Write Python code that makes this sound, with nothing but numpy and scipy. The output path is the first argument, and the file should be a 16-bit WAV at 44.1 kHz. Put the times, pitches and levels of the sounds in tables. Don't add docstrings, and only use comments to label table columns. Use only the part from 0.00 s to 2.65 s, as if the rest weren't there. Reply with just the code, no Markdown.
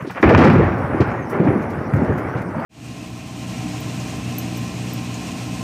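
import sys
import numpy as np
from scipy import signal
from scipy.io import wavfile
from scipy.ndimage import uniform_filter1d

SR = 44100
rng = np.random.default_rng(int(sys.argv[2]) if len(sys.argv) > 2 else 0)


def dump_mix(stems):
    frames = np.atleast_2d(stems).T
    limited = np.clip(frames, -1, 1)
    pcm = np.round(limited * 32767).astype(np.int16)
    wavfile.write(sys.argv[1], SR, pcm)


def gain_from_decibels(decibels):
    exponent = np.asarray(decibels, float) / 20
    return 10 ** exponent


N = 116865


def evened(x):
    return x / np.sqrt(np.mean(x ** 2) + 1e-20)


def add(mix, s, sound):
    part = mix[round(s * SR):][:len(sound)]
    part += sound[:len(part)]


def colour(x, tone):
    f, level_db = np.transpose(tone)
    hz = abs(np.fft.fftfreq(8192, 1 / SR))
    spectrum_db = np.interp(np.log(hz + 1), np.log(f + 1), level_db)
    log_gain = np.maximum(spectrum_db, -100) * np.log(10) / 20
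    taps = np.fft.ifft(np.exp(np.conj(signal.hilbert(log_gain)))).real[:4096]
    return evened(signal.oaconvolve(x, taps)[:len(x)])


def swarm(per_s, spread_db):
    hit, size, sign = rng.random((N, 3)).T
    height = gain_from_decibels(-spread_db * np.log(size + 0.0012))
    return (hit < per_s / SR) * height * np.sign(sign - 0.5)


def band(x, lo_hz, hi_hz):
    sos = signal.butter(2, [lo_hz, hi_hz], "band", fs=SR, output="sos")
    return evened(signal.sosfilt(sos, x))


def patched(x, patch_db):
    z = signal.stft(x, SR, nperseg=1024, noverlap=768)[2]
    field = uniform_filter1d(rng.standard_normal(z.shape), size=10, axis=0)
    field = evened(uniform_filter1d(field, size=8, axis=1))
    y = signal.istft(z * gain_from_decibels(patch_db * field), SR, nperseg=1024, noverlap=768)[1]
    return evened(y[:N])


# (f/Hz, level/dB per Hz)
RAIN_TONE = [(2000, -20), (3600, -9.5), (5700, 0.5), (7500, -10.5), (9800, -3.5), (11700, -14),
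             (14600, -10), (15900, -30.5)]
PATTER_HZ = [4730, 5600, 7400, 9800, 12000, 14300]
RAIN_DB, RAIN_PATCH_DB = -60.5, 5.5
PATTER_PER_S, PATTER_DB, PATTER_SPREAD_DB, PATTER_T60 = 1300, -66, 3, 0.12


def rain():
    hiss = patched(colour(rng.standard_normal(N), RAIN_TONE), RAIN_PATCH_DB)
    t, patter = np.arange(2000) / SR, np.zeros(N)
    for hz in PATTER_HZ:
        tick = rng.standard_normal(2000) * gain_from_decibels(-60 * t / PATTER_T60)
        hits = swarm(PATTER_PER_S / len(PATTER_HZ), PATTER_SPREAD_DB)
        ticks = signal.oaconvolve(hits, tick)[:N]
        patter += band(ticks, hz * 0.81, hz * 1.2) * (PATTER_HZ[0] / hz) ** 0.75
    return gain_from_decibels(RAIN_DB) * hiss + gain_from_decibels(PATTER_DB) * evened(patter)


# (t/s, peak level/dB, low part above high part/dB, t60/s)
DROPS = [(0.02, -44, 0, 0.044), (0.105, -40, 1, 0.085), (0.2114, -48, 3.5, 2.1), (0.2813, -37.5, -9, 0.081),
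         (.327, -50, -11, .1), (0.3481, -47, 8, 0.04), (.474, -53, 4, .05), (.507, -48, 2, .06),
         (.527, -42, 1, .12), (0.381, -35.5, -3, 0.072), (0.4105, -44, -11, 0.39), (0.554, -49.5, -3, 0.06),
         (0.5801, -51, -10, 0.085), (0.7763, -51, 0, 0.13), (1.0201, -46, -2, 0.033),
         (1.067, -56, -3, 0.055), (1.2947, -37.5, -5.5, 0.14), (1.6174, -50, 3.5, 0.62),
         (1.6984, -46.5, 2, 0.17), (1.933, -41.5, -2, 0.23), (1.9595, -52, 9, 0.067),
         (2.1754, -42.5, -0.5, 0.3), (2.2358, -53, -8, 0.036), (2.4146, -43, 1, 0.059)]
DROP_TRIM_DB, SPLASH_DB = -4, -1.5
DROP_RISE_S, DROP_T60_MAX = 0.006, 0.13


def drops():
    noise, t, out = rng.standard_normal(N + SR), np.arange(SR // 8) / SR, np.zeros(N)
    high = band(band(noise, 7000, 15500), 7000, 15500)
    low = band(noise, 3800, 7500)
    for s, db, low_db, t60 in DROPS:
        start = round(s * SR)
        at = slice(start, start + len(t))
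        decay = gain_from_decibels(SPLASH_DB - 60 * t / min(t60, DROP_T60_MAX))
        shape = gain_from_decibels(db + DROP_TRIM_DB) * np.minimum(t / DROP_RISE_S, 1) * decay
        add(out, s, shape * (high[at] + gain_from_decibels(low_db) * low[at]))
    return out


# (t/s, level/dB, deep part above it/dB)
ROLL = [(0, -33, -7), (.07, -52, 5), (0.224, -39.5, 0), (0.234, -17, 1.5), (.45, -14, 11), (.62, -20, 1.5),
        (.76, -27, 4.5), (.99, -26, 1.5), (1.05, -24, 0), (1.29, -32.5, 2.5), (1.329, -26, -2.5),
        (1.55, -28, 4), (1.9, -33, 8), (1.95, -28, 8), (2.4, -29.5, 0.5), (2.47, -35, 8), (2.56, -31, -0.5),
        (2.65, -26, -7)]
# (f/Hz, level/dB per Hz)
ROLL_TONE = [(250, -21), (480, 0.5), (800, -0.5), (1500, -5), (2200, -12.5), (3400, -34), (6000, -54.5),
             (12000, -89)]
# (f/Hz, level/dB per Hz)
DEEP_TONE = [(25, -12.5), (60, -9.5), (100, 1.5), (180, -2.5), (320, -3), (500, -10), (900, -20),
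             (3000, -94.5)]
ROLL_SPREAD_DB, ROLL_PATCH_DB = 2, 1.5
DEEP_STEADY = 0.25


def roll():
    s, db, deep_db = np.transpose(ROLL)
    t = np.arange(N) / SR
    upper = patched(colour(swarm(8000, ROLL_SPREAD_DB), ROLL_TONE), ROLL_PATCH_DB)
    deep = patched(colour(swarm(3000, ROLL_SPREAD_DB), DEEP_TONE), patch_db=2.0)
    power = uniform_filter1d(deep ** 2, size=1500)
    deep = evened(deep / (power + 0.05) ** (DEEP_STEADY / 2))
    return gain_from_decibels(np.interp(t, s, db)) * (upper + gain_from_decibels(np.interp(t, s, deep_db)) * deep)


# (t/s, peak level/dB, t60/s)
SIZZLE = [(0.0654, -36, 0.63), (0.225, -20.5, 0.24), (0.2898, -23.5, 0.33), (0.3294, -38, 0.49),
          (0.3481, -39, 0.15), (0.373, -18, 0.35), (0.4094, -28.5, 0.3), (0.4394, -20, 0.27),
          (0.4973, -26, 0.22), (0.5294, -40.5, 0.33), (0.58, -39, 0.41), (.66, -46.5, 0.92),
          (1.0036, -19.5, 0.13), (1.025, -45, 0.074), (1.08, -49, 0.4), (1.3965, -41, 0.23),
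          (1.436, -41.5, 0.2), (2.0428, -45, 0.15), (2.366, -39.5, 0.23), (2.593, -41, 0.082)]
# (f/Hz, level/dB per Hz)
SIZZLE_TONE = [(2500, 4.5), (3500, 3.5), (5500, 0), (7000, -11), (10000, -19.5), (12000, -35)]
SIZZLE_TRIM_DB, SIZZLE_RISE_S = -8, 0.0039


def sizzle():
    t, shape = np.arange(SR // 3) / SR, np.zeros(N)
    for s, db, t60 in SIZZLE:
        rise = np.minimum(t / SIZZLE_RISE_S, 1)
        add(shape, s, rise * gain_from_decibels(db + SIZZLE_TRIM_DB - 60 * t / t60))
    return shape * patched(colour(swarm(14000, 2.0), SIZZLE_TONE), patch_db=1.2)


BOOM_WIDTH, BOOM_TRIM_DB = 0.28, -5
LEAD_IN = 2000


def boom(shocks, s, db, hz, t60, rise_s):
    piece = np.roll(shocks, LEAD_IN - round(s * SR))[:SR // 4 + LEAD_IN]
    lo_hz, hi_hz = hz / (1 + BOOM_WIDTH), hz * (1 + BOOM_WIDTH)
    low = band(band(piece, lo_hz, hi_hz), lo_hz / 2, hi_hz * 2)
    power = uniform_filter1d(low ** 2, size=round(2 * SR / hz))
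    low = (low / np.sqrt(power + 0.025))[LEAD_IN:]
    t = np.arange(len(low)) / SR
    opening = np.sin(np.pi / 2 * np.minimum(t / (rise_s + 0.5 / hz), 1)) ** 2
    return low * opening * gain_from_decibels(db + BOOM_TRIM_DB - 60 * t / t60)


# (t/s, boom peak level/dB, boom pitch f/Hz, crackle above boom/dB)
CLAPS = [(.005, -26.5, 167, 4), (0.098, -23.5, 157, 1.5), (0.149, -24.5, 256, 0.5), (.159, -29, 400, 3),
         (0.171, -26.5, 568, 8.5), (0.228, 8.5, 285, -4.5), (0.251, -26, 290, -10), (0.275, -0.5, 350, -11),
         (0.29, 1.5, 252, -8), (0.307, 4, 430, -29), (0.336, 4.5, 126, -11), (0.344, 5, 92, -21.5),
         (0.38, 3, 299, -4.5), (0.41, -3.5, 403, -5.5), (.425, 5.5, 225, -12), (.448, -1, 242, -10.5),
         (0.471, 3, 254, -8.5), (0.497, 9, 191, -15.5), (0.552, 0, 306, -13.5), (0.58, 0, 194, -17.5),
         (0.595, 0, 294, -17), (1.002, -4.5, 132, -8.5), (0.05, -32.5, 500, -2.5), (0.629, -10.5, 110, -10),
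         (0.719, -24, 180, 2.5), (1.316, -35, 500, -4), (1.4, -12.5, 490, -5.5), (1.473, -18.5, 500, 1),
         (1.638, -22.5, 470, -8.5), (1.737, -27, 600, -4), (1.936, -28, 300, -7.5),
         (2.078, -15, 466, -17.5), (2.187, -35.5, 700, -25), (2.348, -18, 400, -8.5),
         (2.542, -20, 700, -18.5)]
# (t/s, peak level/dB)
SNAPS = [(0.047, -39), (0.1, -40.5), (0.238, -15.5), (0.294, -21.5), (0.348, -3.5), (0.388, -18),
         (0.415, -7), (.452, -18.5), (0.502, -27), (0.555, -22.5), (1.005, -29.5), (1.015, -13.5),
         (1.734, -32.5), (1.935, -24.5), (2.184, -27.5)]
# (t/s, peak level/dB, pitch f/Hz, t60/s)
BOOMS = [(0.022, -7, 145, 0.05), (0.046, -13.5, 327, 0.063), (0.072, -10.5, 270, 0.067),
         (0.199, -8, 210, 0.041), (0.248, 3.5, 80, 0.21), (0.303, -11, 487, 0.097), (0.556, -2, 106, 0.5),
         (0.678, -7, 320, 0.092), (0.698, -15, 101, 0.23), (0.784, -13, 110, 0.24), (0.838, -11, 105, 0.14),
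         (0.926, -11, 96, 0.14), (1.04, -23, 139, 0.049), (1.195, -17, 125, 0.25), (2.13, -25, 303, 0.2),
         (2.168, -17, 208, 0.17), (0.943, -2.5, 300, 0.054), (1.001, 4, 350, 0.13), (1.006, -13, 577, 0.14),
         (1.001, 2.5, 115, 0.15), (0.23, -15, 710, 0.13), (.59, -15, 109, 0.21), (1.35, -15.5, 298, .25),
         (1.461, -9, 476, 0.17), (2.052, -14.5, 473, 0.26), (1.941, -8, 235, 0.11), (1.419, -9, 276, .2),
         (1.074, -5, 126, 0.1), (1.322, -15.5, 350, 1), (1.398, -0.5, 355, 0.17), (1.397, 3, 160, 0.14),
         (1.446, -5.5, 140, 0.13), (1.465, 3, 256, 0.13), (1.501, -5.5, 325, 0.16),
         (1.551, -3.5, 230, 0.22), (1.482, 0.5, 124, 0.11), (1.735, -30, 240, 0.13),
         (1.932, 2, 118.6, 0.18), (1.991, -15.5, 313, 0.3), (2.014, -0.5, 223, 0.15), (2.09, -6, 121, 0.23),
         (2.097, -6, 370, 0.14), (2.349, -12, 140, 0.27), (2.563, -14, 233, 0.33)]
# (f/Hz, level/dB per Hz)
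CRACKLE_TONE = [(300, -19.5), (600, -3.5), (1500, -6.5), (2400, -11.5), (3300, -27), (4500, -46),
                (9000, -77)]
SHOCKS_PER_S, SHOCK_SPREAD_DB = 1500, 4
RISE_S, BOOM_T60, CRACKLE_T60, CRACKLE_TRIM_DB = 0.0034, 0.19, 0.21, -9
FRONT_T60, FRONT_GAIN = 0.005, 0.56
SNAP_T60 = 0.044
FAR_RISE_S, FAR_TRIM_DB = 0.0023, -2


def claps():
    near = swarm(SHOCKS_PER_S, SHOCK_SPREAD_DB)
    far = swarm(SHOCKS_PER_S, SHOCK_SPREAD_DB)
    out, strength = np.zeros(N), np.zeros(N)
    t = np.arange(SR // 4) / SR
    rise = np.minimum(t / RISE_S + FRONT_GAIN, 1)
    front = 1 + FRONT_GAIN * gain_from_decibels(-60 * t / FRONT_T60)
    stroke = rise * front * gain_from_decibels(-60 * t / CRACKLE_T60)
    for s, db, hz, crackle_db in CLAPS:
        add(strength, s, stroke * gain_from_decibels(db + crackle_db + CRACKLE_TRIM_DB))
        add(out, s, boom(near, s, db, hz, BOOM_T60, RISE_S))
    for s, db in SNAPS:
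        add(strength, s, gain_from_decibels(db - 60 * t / SNAP_T60))
    for s, db, hz, t60 in BOOMS:
        add(out, s, gain_from_decibels(FAR_TRIM_DB) * boom(far, s, db, hz, t60, FAR_RISE_S))
    crackle = colour(strength * swarm(8000, 2.6), CRACKLE_TONE)
    return out + np.sqrt(np.mean(strength ** 2)) * crackle


def scene():
    return (rain() + drops() + roll() + sizzle() + claps())[None]


def roll_off(x):
    return signal.sosfilt(signal.butter(12, 15710, fs=SR, output="sos"), x)


MIC_LOW_HZ = 62
KNEE_DB, SQUEEZE, RECOVER_DB_S = -10.5, 0.64, 160
CEILING = 1.08


def record(dry):
    dry = signal.sosfilt(signal.butter(3, MIC_LOW_HZ, "high", fs=SR, output="sos"), dry)
    power_db = 10 * np.log10(abs(uniform_filter1d(dry[0] ** 2, size=200)) + 1e-12)
    fall = np.arange(N) * RECOVER_DB_S / SR
    held_db = np.maximum.accumulate(power_db + fall) - fall
    over_db = np.maximum(held_db - KNEE_DB, 0)
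    ducked = dry / gain_from_decibels(SQUEEZE * uniform_filter1d(over_db, size=100))
    soft = ducked / (1 + abs(ducked / CEILING) ** 6) ** (1 / 6)
    return roll_off(soft)


dry = scene()
out = record(dry)
dump_mix(out)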